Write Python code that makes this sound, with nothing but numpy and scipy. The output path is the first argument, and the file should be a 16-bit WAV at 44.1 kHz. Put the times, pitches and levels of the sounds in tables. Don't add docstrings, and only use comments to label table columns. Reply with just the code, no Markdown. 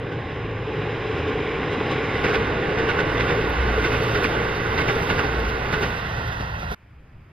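import sys
import numpy as np
from scipy import signal
from scipy.io import wavfile
from scipy.ndimage import uniform_filter1d

SR = 44100
rng = np.random.default_rng(int(sys.argv[2]) if len(sys.argv) > 2 else 0)


def voltage_ratio(level):
    return 10 ** (np.asarray(level, float) / 20)


def generate_wav(sig):
    pcm = np.round(np.clip(np.atleast_2d(sig).T, -1, 1) * 32767).astype(np.int16)
    wavfile.write(sys.argv[1], SR, pcm)


N = 322797

SIZE, HOP = 1024, 256
TOP_HZ = 14300
CUT_S = 6.747
OFF_SPAN_S = 5.9


def evened(x):
    return x / np.sqrt(np.mean(x ** 2) + 1e-20)


def slow_noise(shape, width):
    return evened(uniform_filter1d(uniform_filter1d(rng.standard_normal(shape), width), width))


def swell(t, s, length):
    return np.exp(-((t - s) / length) ** 2)


def glide(t, points):
    return np.interp(t, *np.transpose(points))


def read(points, hz, column=1):
    rows = np.transpose(points)
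    return np.interp(np.log(hz + 1), np.log(rows[0] + 1), rows[column])


def grid():
    return np.fft.rfftfreq(SIZE, 1 / SR), np.arange(N // HOP + 5) * HOP / SR


def bumps(modes):
    hz = grid()[0][1:]
    return np.transpose([hz, sum(db / (1 + (2 * (hz - f) / width) ** 2) for f, width, db in modes)])


# (time [s], bearing [0 ahead, 1 beside, 2 gone by])
TRAIN_BEARING = [(0, 0.24), (1.2, 0.086), (2, 0.2), (2.3, 0.7), (4, 0.96), (5.6, 1.245), (5.85, 1.1),
                 (6.0, 1.4), (6.35, 1.57), (6.75, 1.89)]


def with_bearing(t, values):
    return np.interp(glide(t, TRAIN_BEARING), np.arange(len(values)), values)


def by_bearing(tables, column=1):
    hz, t = grid()
    place = np.clip(glide(t, TRAIN_BEARING), 0, len(tables) - 1)
    return sum(np.outer(read(table, hz, column), np.maximum(1 - abs(place - k), 0))
               for k, table in enumerate(tables))


def levelled(shape_db, curves, edges):
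    hz, t = grid()
    s, *levels = np.transpose(curves)
    out, centres = shape_db.copy(), np.sqrt(np.prod(edges, axis=1))
    for k, ((lo, hi), level_db) in enumerate(zip(edges, levels)):
        band = shape_db[(hz >= lo) & (hz < hi)]
        own_db = 10 * np.log10((voltage_ratio(band) ** 2).sum(0))
        weight = np.interp(np.log(hz + 1), np.log(centres), np.arange(len(edges)) == k)
        out += np.outer(weight, np.interp(t, s, level_db) - own_db)
    return out


def mid_side(front_db, across_db, link, patchy_db, flicker_db):
    hz = grid()[0][:, None]
    a, b, c, d, patches, lean = rng.standard_normal((front_db.shape[1], front_db.shape[0], 6)).T
    flicker = evened(uniform_filter1d(patches, 200, 0)) * np.minimum(hz / 1500, 1)
    patches, lean = (evened(uniform_filter1d(uniform_filter1d(p, 9, 0), 10, 1)) for p in (patches, lean))
    roll_off_db = -np.clip(hz - TOP_HZ, 0, 95) / 5
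    size = voltage_ratio(front_db + roll_off_db + patchy_db * patches + flicker_db * flicker) * np.sqrt(3 / 2)
    link = link / np.maximum(abs(link), 1)
    front = a + 1j * b
    side = link * front + np.sqrt(1 + 1e-6 - abs(link) ** 2) * (c + 1j * d)
    side *= voltage_ratio(across_db + lean)
    left_right = np.array([front + side, front - side]) * size
    return signal.istft(left_right, nperseg=SIZE, noverlap=SIZE - HOP)[1][:, :N]


def on_the_right(x):
    return np.array([voltage_ratio(-2) * np.roll(x, 3), voltage_ratio(3) * x])


# (pitch [Hz], level [dB per Hz])
FRONT_COLOUR = [
    [(25, -44.5), (103, -1), (190, -11.5), (435, -3.5), (649, -16.5), (1260, -20), (2400, -24),
     (3900, -29.5), (4500, -38), (5050, -37), (6500, -53), (9300, -61.5), (11500, -60), (14200, -61.5)],
    [(25, -29.5), (118, -3.5), (229, -9), (446, -1.5), (632, -8.5), (1300, -11), (4900, -35), (5400, -43.5),
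     (6100, -49.5), (7000, -60), (8400, -50.5), (9300, -60), (11300, -47.5), (14200, -56)],
    [(25, -57), (59, 5.5), (324, -12), (615, -13), (1440, -24.5), (2050, -28), (2750, -35.5), (4800, -40),
     (6100, -53), (6800, -64), (8000, -55), (9300, -60), (11300, -47), (14200, -54)],
]
# (pitch [Hz], width [Hz], level [dB])
STEEL_MODES = [
    [(42, 14, 4), (293, 65, 2), (431, 82, 5.5), (795, 170, 5.5), (1090, 100, 7.5), (2030, 96, 2.5),
     (2800, 490, 3), (3870, 330, 1.5), (6450, 460, 3)],
    [(40.6, 24, 10), (285.5, 53, 5.5), (423, 62, 4.5), (459.5, 25, 5.5), (1150, 87, 4), (1480, 137, 6.5),
     (2030, 300, 6.5), (2765, 430, 7.5), (3656, 390, 6), (6300, 520, 1.5)],
    [(43, 25, 4), (1205, 130, -15), (1410, 140, 1.5), (1695, 184, -12.5), (2030, 140, -9),
     (2300, 660, -3.5), (2700, 110, 3), (2960, 130, -8.5), (3730, 180, -0.5), (6760, 850, -8)],
]


def steel_db():
    return by_bearing(FRONT_COLOUR) + by_bearing([bumps(modes) for modes in STEEL_MODES])


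# (pitch [Hz], level [dB])
SIDE_OVER_FRONT = [
    [(60, -67), (310, -23.5), (930, -14.5), (2200, -15.5), (3400, -24), (5000, -14), (6000, 8), (7000, 0),
     (8400, 2.5), (9400, 9), (10400, -9), (11200, -18), (12200, 2), (14200, -1)],
    [(60, -51), (310, -18), (930, -3.5), (2770, -7), (4000, -9.5), (5000, 1.5), (5900, 14.5), (7000, 13.5),
     (8400, 4.5), (9300, 13.5), (10300, -12), (11200, -8.5), (12200, 0), (14200, -1.5)],
    [(60, -48), (310, -8), (930, 3.5), (2050, 6), (2770, 0), (5000, -7), (5900, 10.5), (6700, 21),
     (7400, -3), (9300, 9), (10300, -6), (11200, -8), (12200, -3), (14200, 4)],
]
# (pitch [Hz], in step [share], a quarter turn ahead [share])
SIDE_LINK = [
    [(400, 0.14, -.42), (1300, -0.42, -.22), (2000, -.5, -.2), (3700, -.05, -.3), (4400, -.12, -.4),
     (5100, -.3, .1), (7000, .04, -.1), (13500, -.08, -.06)],
    [(400, .2, -.7), (800, -.15, -.8), (1500, -.75, -.42), (2600, -.6, -.3), (3100, -.52, -.45),
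     (3700, -.2, -.65), (4400, -.4, -.75), (5100, -.1, -.1), (7000, 0, 0), (8200, -.5, .15),
     (11000, -0.32, 0.29), (13500, -0.86, -.13)],
    [(400, .7, -.65), (600, .1, -1), (850, -.35, -.95), (1600, -.87, -.42), (2050, -.78, -.6),
     (2550, -.6, .8), (3100, -.8, .6), (3700, -1, -.1), (4400, -.72, -.7), (5100, -.1, -.9),
     (6000, -.65, -.65), (8200, -.75, .1), (13500, -0.91, -.15)],
]
# (pitch [Hz], width [Hz],
# level [dB])
PORT_NULLS = [
    [(650, 100, -4), (950, 100, -4), (1280, 130, -8), (4430, 350, -10), (5000, 400, 5), (5700, 200, -6),
     (8400, 600, 4)],
    [(650, 100, -3), (980, 100, -4), (1280, 130, -7), (5000, 400, 4)],
    [(2310, 200, -9), (4350, 300, -4), (5000, 300, 3)],
]


def train_noise(front_db, patchy_db, flicker_db):
    null_db = by_bearing([bumps(modes) for modes in PORT_NULLS])
    link = by_bearing(SIDE_LINK) + 1j * by_bearing(SIDE_LINK, column=2)
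    return mid_side(front_db + null_db, by_bearing(SIDE_OVER_FRONT) - null_db, link, patchy_db, flicker_db)


# (time [s], level [dB])
NEARNESS = [(0, -31), (.33, -29), (.56, -30.5), (.8, -26.5), (1.1, -25.5), (1.3, -25), (1.5, -25),
            (1.7, -24), (2.0, -23), (2.3, -22.5), (3.7, -22.5), (4.3, -23), (5.25, -24), (5.5, -25),
            (5.87, -24.5), (6.2, -25.5), (6.55, -29), (6.74, -31.5)]
# (low edge [Hz], high edge [Hz])
BAND_EDGES = [
    (25, 200),
    (200, 600),
    (600, 5500),
    (10000, 14500),
]
# (nearness followed [share], ahead [dB], beside [dB], gone by [dB], gain under a bogie [dB])
ROLLING_PARTS = [
    (.3, -31, -28.5, -29, 3),
    (.7, -27.5, -29, -43, 2.0),
    (1, -25, -25, -20, 0.37),
    (1.5, -76.5, -64, -56, 4),
]
# (time [s], hiss gain [dB], length [s])
FANS = [
    (1.097, 2.5, 0.088),
    (2.738, -5, 0.48),
    (4.048, 3, 0.37),
    (5.005, 4, 0.11),
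    (5.494, 2.5, .08),
    (5.863, 2.5, 0.11),
    (6.75, 13.5, 0.059),
]
# (time [s], gain [dB])
SPITS = [(1.13, 0), (1.18, 6), (1.73, 7), (3.05, -3), (3.56, 0), (3.93, 4), (4.035, 6.5), (4.241, 9.5),
         (4.44, 2.5), (4.56, 5), (4.885, 1.5), (5.03, 3.5), (5.4, 6.5), (5.495, 7.5), (5.73, 6.5),
         (5.82, 7.5), (6.02, -3.5), (6.2, -5.5), (6.28, 6.5), (6.33, 5), (6.43, 1), (6.6, 7)]
# (time [s], pitch [Hz], gain [dB], length [s])
SINGING = [(0.14, 280, 11, 0.079), (0.33, 435, -4, 0.3), (1.1, 260, -8, 0.09), (1.33, 294, 9, 0.14),
           (1.28, 430, -5, 0.08), (1.33, 1560, 5.5, 0.077), (1.61, 1450, 4, 0.32), (1.4, 2370, 6.5, 0.18),
           (6.4, 2700, 0, 0.22), (6.35, 2280, -11, 0.36), (6.9, 3700, 2, 0.27), (6.55, 103, -10, .08),
           (3.5, 150, 3, 0.11), (1.55, 447, 1.5, 0.06), (2, 2300, 4, 0.074), (2.0, 273, 11, 0.35),
           (2.082, 430, 3, 0.038), (2.6, 433, 2, .1), (3.173, 400, -4, 0.083), (3.6, 290, -10, 0.058),
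           (3.857, 420, 2, 0.1), (4.046, 424, -1, 0.064), (4.15, 142, 15, .1), (4.554, 270, -9, 0.084),
           (4.503, 423, 3.5, 0.13), (5.0, 428, 1.5, 0.24), (5.152, 554, -7, 0.21), (5.53, 430, 5, .15),
           (5.453, 210, 2, .1), (5.835, 380, 6, .03), (.92, 440, -1, 0.16), (6.28, 130, 7, 0.029),
           (6.43, 138, 7, .03), (5.9, 130, 6, 0.027), (3.3, 140, 4, .1), (5.96, 420, -5, 0.055),
           (4.165, 1600, 0, 0.026), (3.8, 1500, 5, .025), (5.846, 290, -21, 0.12)]


def rolling():
    hz, t = grid()
    near_db = glide(t, NEARNESS) + 22.5
    bogie_s, bogie_lag_s = 0.14, 0.0066
    load = np.tanh(sum(voltage_ratio(db + 5.5) * swell(t, s + bogie_lag_s, bogie_s) for s, db, *ring in AXLES))
    levels = np.array([share * near_db + with_bearing(t, way) + bogie_db * load
                       for share, *way, bogie_db in ROLLING_PARTS])
    rumble, girders, rails, hiss = levels
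    girders += -4 * (1 + np.tanh((t - OFF_SPAN_S) / .02)) / 2
    unload_s, unload_db_per_s = 5.4, -1
    girders += unload_db_per_s * np.clip(t - unload_s, 0, OFF_SPAN_S - unload_s)
    hiss += sum(db * swell(t, s, length) for s, db, length in FANS)
    hiss += sum(db * swell(t, s, 0.011) for s, db in SPITS)
    octave, song_octaves = np.log2(hz + 1), 0.11
    song_db = sum(db * np.outer(swell(octave, np.log2(f), song_octaves), swell(t, s, length))
                  for s, f, db, length in SINGING)
    roar_db = levelled(steel_db(), np.vstack([t, levels]).T, BAND_EDGES)
    return train_noise(roar_db + song_db, patchy_db=0.63, flicker_db=0.5)


# (pitch [Hz], ahead [dB], beside [dB], gone by [dB])
FIRING_ORDERS = [
    (57.9, -52.5, -36, -38),
    (86.1, -50, -44, -41),
    (114.9, -34, -38, -42),
    (155.8, -38.5, -45, -40.5),
]
# (time [s], order [Hz], gain [dB], length [s])
IN_STEP = [(.05, 113, 2.5, 0.15), (.4, 113, -0.5, 0.32), (.8, 113, 5, 0.1), (0.19, 113, 6, 0.043),
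           (0.54, 113, 5, 0.13), (1.15, 113, 5, 0.057), (.8, 156, 9.5, 0.09), (.4, 156, -9, 0.11),
           (2.5, 113, -9, 0.2), (6.547, 113, -9, 0.13), (1.23, 88, 19.5, 0.16), (1.602, 113, -24, 0.24),
           (1.95, 113, -8, .1), (3.45, 113, -3, 0.11), (5.5, 58, 6.5, 0.21), (1.84, 88, 17, 0.07),
           (2.5, 58, 7, 0.17), (3.24, 113, 8, 0.21), (2.9, 58, -9, 0.17), (3.2, 58, 8, 0.1),
           (3.54, 58, 12.5, 0.19), (3.958, 113, 15, 0.053), (4.26, 113, 7, 0.35), (3.8, 58, 8, 0.2),
           (4.73, 88, 15.5, 0.098), (4.9, 113, 6.5, 0.12), (5.405, 58, 8, 0.11), (5.85, 58, 2, 0.17),
           (6.3, 88, -3, 0.25)]
# (time [s], speed [share of full])
ENGINE_SPEED = [
    (0, .985),
    (1.1, .965),
    (1.35, 1.0),
    (7.32, 1.0),
]


def engines():
    t, out = np.arange(N) / SR, np.zeros(N)
    speed = glide(t, ENGINE_SPEED)
    for hz, *way in FIRING_ORDERS:
        waver = slow_noise((2, N), 2500)
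        drift = 0.008 * slow_noise(N, 9000)
        swell_db = sum(db * swell(t, s, length) for s, f, db, length in IN_STEP if abs(f / hz - 1) < 1 / 8)
        turn = 2 * np.pi * np.cumsum(hz * speed * (1 + drift)) / SR + 0.55 * waver[0]
        out += voltage_ratio(with_bearing(t, way) + swell_db + 1.5 * waver[1]) * np.sin(turn)
    return voltage_ratio([[.2], [-.2]]) * out


# (time [s], peak level [dB], ring pitch [Hz], ring level [dB])
AXLES = [(0.1194, -27.5, 1500, -1), (1.28, -22.5, 2410, -12), (1.6994, -27, 2030, 0),
         (1.9094, -15, 2080, -10), (2.1494, -23.5, 2030, 5), (2.2428, -11.5, 1500, -14),
         (2.2794, -12.5, 1334, -15), (2.3381, -9.5, 1493, -3.5), (2.78, -14, 1540, -12),
         (2.8894, -10, 1465, -2), (2.9884, -11, 1493, -5), (3.196, -10.5, 2016, -5.5),
         (3.2894, -9.5, 1490, -12), (3.8421, -10, 1494, -11), (3.9362, -14.5, 1550, -18),
         (4.1465, -11, 2150, -9), (4.2405, -10, 2270, -13), (4.4881, -27, 1520, -11),
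         (4.782, -9.5, 1940, -14), (4.806, -16.5, 2160, 0), (4.8838, -9, 2030, -7.5),
         (5.098, -10, 1460, -3.5), (5.184, -11, 1410, -9), (5.2394, -15.5, 1910, -9),
         (5.7314, -11.5, 1470, -1), (5.8287, -10.5, 1410, -10), (6.1886, -23.5, 1500, -11),
         (6.4014, -23, 1330, -7), (6.621, -28.5, 1370, -2), (6.712, -25.5, 486, -16)]


def joints():
    hz = grid()[0]
    # (pitch [Hz], level [dB])
    blow = [(150, -2.5), (450, -7.0), (900, -1.5), (1500, 2.5), (3000, 4.0), (6000, 3.5), (13000, -1.5)]
    colour = steel_db() + read(blow, hz)[:, None]
    colour = levelled(colour, [(0, 0), (N / SR, 0)], [(1300, 4000)])
    rattle = train_noise(colour, patchy_db=.8, flicker_db=.8)
    rise_s, fall_s, buzz_s = 0.015, 0.02, 0.056
    ring_s = 0.55 * 2 * fall_s
    jolt, ring, u = np.zeros(N + SR), np.zeros(N + SR), np.arange(-2000, 7000) / SR
    before, after = np.minimum(u, 0), np.maximum(u, 0)
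    for (s, peak_db, ring_hz, ring_db), turn in zip(AXLES, rng.random(len(AXLES))):
        at = round((s + 0.0087) * SR)
        tail = swell(after, 0, fall_s) + voltage_ratio(-11.5) * np.exp(-after / buzz_s)
        shape = voltage_ratio(peak_db - 17.5) * swell(before, 0, rise_s) * tail
        pair = np.sin(2 * np.pi * ring_hz * u) + 0.15 * np.sin(2 * np.pi * (1.8 * ring_hz * u + turn))
        jolt[at:at + len(u)] += shape ** 2
        ring[at:at + len(u)] += voltage_ratio(ring_db + 5.5) * shape * pair * swell(u, 0, ring_s)
    jolt, ring = jolt[2000:][:N], ring[2000:][:N]
    chatter = voltage_ratio(1.7 * slow_noise(N, 90) - .4)
    return np.sqrt(jolt) * rattle * chatter + on_the_right(ring)


# (time [s], pitch [Hz], peak level [dB])
WEB_HUMS = [(0.515, 433, -30), (0.683, 446, -26), (1.166, 422, -28), (1.287, 431, -26), (1.37, 429, -25),
            (1.487, 443, -21.5), (1.987, 444, -28), (2.327, 423, -24), (2.385, 451, -22),
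            (2.807, 450, -23.5), (2.885, 433, -22), (3.01, 420, -25), (3.152, 450, -23), (3.33, 469, -21),
            (3.394, 438, -22), (3.784, 437, -21), (3.883, 435, -21), (3.979, 456, -23), (4.177, 417, -24),
            (4.816, 433, -27), (4.932, 425, -25), (5.408, 445, -22.5), (5.774, 427, -31), (5.836, 421, -29)]


def webs():
    out, u = np.zeros(N), np.arange(-4000, 4000) / SR
    for s, hz, db in WEB_HUMS:
        at = round(s * SR) - 4000
        out[at:at + len(u)] += voltage_ratio(db) * swell(u, 0, 0.016) * np.sin(2 * np.pi * hz * (u + s))
    return np.array([np.roll(out, 2), out])


# (time [s], ring pitch [Hz], peak level [dB])
KNOCKS = [(2.242, 2110, -20.5), (2.266, 2140, -22), (2.313, 1540, -22), (2.356, 2420, -23),
          (2.896, 1480, -29), (2.915, 2050, -22), (2.992, 1560, -27), (3.004, 2080, -27),
          (3.181, 3236, -28), (3.209, 2000, -18.5), (3.298, 1610, -28), (3.311, 2000, -23.5),
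          (3.848, 2000, -20), (3.94, 1800, -28), (4.156, 2300, -25), (4.153, 1490, -24), (4.245, 2300, -18),
          (4.250, 1450, -20), (4.789, 1880, -21), (4.802, 1450, -20), (4.819, 1780, -27),
          (4.888, 2190, -19.5), (4.910, 1876, -22), (5.102, 1550, -20), (5.112, 1950, -21),
          (5.184, 1500, -24), (5.194, 1480, -23), (5.735, 1500, -24), (5.829, 1410, -28),
          (5.842, 1850, -24)]


def knocks():
    out, u = np.zeros(N + SR), np.arange(-200, 1000) / SR
    before, after = np.minimum(u, 0), np.maximum(u, 0)
    fall_s, sag = .003, .08
    shape = np.exp(-(before / .0012) ** 2 - after / fall_s)
    snap = voltage_ratio(-9) * np.exp(-(before / .0005) ** 2 - after / .0018)
    crack_hz, crack_db_per_octave = np.geomspace(1200, 5200, 12), -5
    for (s, hz, db), (turn, spread) in zip(KNOCKS, rng.random((len(KNOCKS), 2))):
        cycles = hz * (u + sag * fall_s * (1 - np.exp(-u / fall_s))) + turn
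        edge = voltage_ratio(-12) * shape * np.sin(2 * np.pi * (1.3 + spread / 2) * cycles)
        crack = sum(voltage_ratio(crack_db_per_octave * np.log2(f / crack_hz[0]))
                    * np.cos(2 * np.pi * (f * u + spread * k * k)) for k, f in enumerate(crack_hz))
        ring = shape * (np.sin(2 * np.pi * cycles) + edge)
        out[round(s * SR):][:len(u)] += voltage_ratio(db) * (ring + snap * crack)
    return on_the_right(out[200:][:N])


# (time [s], pitch [Hz], level [dB], length [s])
SQUEAKS = [
    (3.5, 11600, -51, 0.0077),
    (6.719, 11400, -50, .005),
]


def squeaks():
    t = np.arange(N) / SR
    return sum(voltage_ratio(db) * swell(t, s, length) * np.sin(2 * np.pi * hz * t) for s, hz, db, length in SQUEAKS)


# (time [s], level [dB])
GUSTS = [
    (6.75, -59),
    (6.85, -52),
    (6.92, -50),
    (7.0, -46),
    (7.08, -50),
    (7.17, -43),
    (7.24, -49),
    (7.32, -46),
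]
# (pitch [Hz], level [dB per Hz])
FIELD_COLOUR = [(15, -30), (30, -5), (60, 9), (113, 2), (500, -21), (1000, -22.5), (2300, -24.5),
                (3000, -32), (4400, -45.5), (4900, -40), (5500, -52), (7300, -57), (14200, -55)]
# (pitch [Hz], level [dB])
FIELD_SIDE = [(60, -23), (150, -31), (370, -10), (930, -5), (2300, -9), (3500, -10), (5000, -4), (6000, 8),
              (9000, 0), (14000, 3)]
# (pitch [Hz], in step [share], a quarter turn ahead [share])
FIELD_LINK = [(400, .16, .02), (793, -.09, -.31), (2000, -0.37, -.19), (4000, .1, -.04)]


def field():
    hz, t = grid()
    far_hum_db = -59
    curves = [(s, wind_db, far_hum_db) for s, wind_db in GUSTS]
    shape_db = levelled(read(FIELD_COLOUR, hz)[:, None] + 0 * t, curves, [(25, 300), (400, 5000)])
    link = read(FIELD_LINK, hz) + 1j * read(FIELD_LINK, hz, column=2)
    return mid_side(shape_db, read(FIELD_SIDE, hz)[:, None], link[:, None], patchy_db=.8, flicker_db=.3)


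def scene():
    bridge = np.clip((CUT_S - np.arange(N) / SR) / 0.0018 + .5, 0, 1)
    train = rolling() + engines() + joints() + webs() + knocks() + squeaks()
    return bridge * train + (1 - bridge) * field()


# (pitch [Hz], level [dB])
DROP_BELOW = [(100, -31.5), (300, -29), (3000, -24.5), (5000, -18), (6000, -13), (6600, -5.5), (7300, -5.5),
              (8600, -7.5), (9300, -2), (14000, -6)]
# (start time [s], length [s])
LEAN_TIMES = [(2.358, 0.232), (2.916, 0.116), (3.217, 0.186), (3.45, 0.325), (3.868, 0.093), (3.984, 0.046),
              (4.169, 0.046), (4.262, 0.046), (4.541, 0.116), (4.704, 0.07), (4.796, 0.07), (4.959, 0.046),
              (5.121, 0.372), (5.516, 0.186), (5.748, 0.046), (6.027, 0.046), (6.491, 0.07), (6.631, 0.07)]
# (pitch [Hz], share)
LEAN_REACH = [(5600, .5), (6500, 1), (7400, 1), (8200, .25)]
WHOLE_TIMES = [2.247, 2.31, 2.345, 2.89, 3.85, 5.825, 6.73]
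TOP_OPEN_TIMES = [2.247, 3.3, 3.85, 3.94, 4.25, 4.89, 5.02, 5.18, 5.82]


def thinned(x):
    frame, frame_start = 1024, 578
    n, k = np.arange(2 * frame, dtype=np.float32), np.arange(frame, dtype=np.float32)
    turns = np.outer(2 * n + 1 + frame, 2 * k + 1).astype(np.int64) % (8 * frame)
    cosine = np.cos(np.pi * np.arange(8 * frame) / (4 * frame))
    window = np.sin(np.pi * (n + .5) / (2 * frame))
    lapped = (cosine[turns] * window[:, None]).astype(np.float32)
    lead, count = 2 * frame - frame_start, N // frame + 4
    halves = np.pad([x[0] + x[1], x[0] - x[1]], [(0, 0), (lead, count * frame - N - lead)])
    halves = halves.reshape(2, count, frame)
    z = np.concatenate([halves[:, :-1], halves[:, 1:]], axis=2).astype(np.float32) @ lapped
    t = (np.arange(1, count) * frame - lead) / SR
    edges = np.r_[0:240:12, 240, 264, 292, 320:frame:32]
    bin_hz = SR / (2 * frame)
    power = np.add.reduceat(z ** 2, edges, axis=2) + 1e-20

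    limit_db = 1.2 * uniform_filter1d(rng.standard_normal((len(t), 1)), size=3, axis=0)
    limit_db = limit_db + 2.0 * rng.standard_normal((len(t), len(edges)))
    near_db = np.where(t < OFF_SPAN_S, glide(t, NEARNESS), 0)
    limit_db += 1.5 * np.minimum(near_db + 26.5, 0)[:, None]
    lean = sum((t > s - HOP / SR) & (t < s + length + HOP / SR) for s, length in LEAN_TIMES)
    limit_db += np.outer(np.where(lean, 2.0, -4.2), read(LEAN_REACH, edges * bin_hz))

    top_open = abs(t[:, None] - TOP_OPEN_TIMES).min(1) < frame / SR * .7
    z *= np.where(k * bin_hz > TOP_HZ + 60, voltage_ratio(13) * top_open[:, None], 1).astype(np.float32)
    widths = np.diff(edges, append=frame)
    limit_db += read(DROP_BELOW, (edges + widths / 2) * bin_hz)
    keep = power / power[::-1] > voltage_ratio(limit_db) ** 2
    whole = (abs(t[:, None] - WHOLE_TIMES).min(1) < frame / SR / 2) | (t > CUT_S)
    back = (z * np.repeat(keep | whole[:, None], widths, axis=2)) @ lapped.T * (2 / frame)
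    joined = (back[:, :-1, frame:] + back[:, 1:, :frame]).reshape(2, -1)
    front, side = joined[:, lead - frame:][:, :N].astype(float)
    return np.array([front + side, front - side]) / 2


def roll_off(x):
    return signal.sosfilt(signal.butter(12, 14790, fs=SR, output="sos"), x)


def record(dry):
    mix = thinned(dry)
    return roll_off(mix)


dry = scene()
out = record(dry)
generate_wav(out)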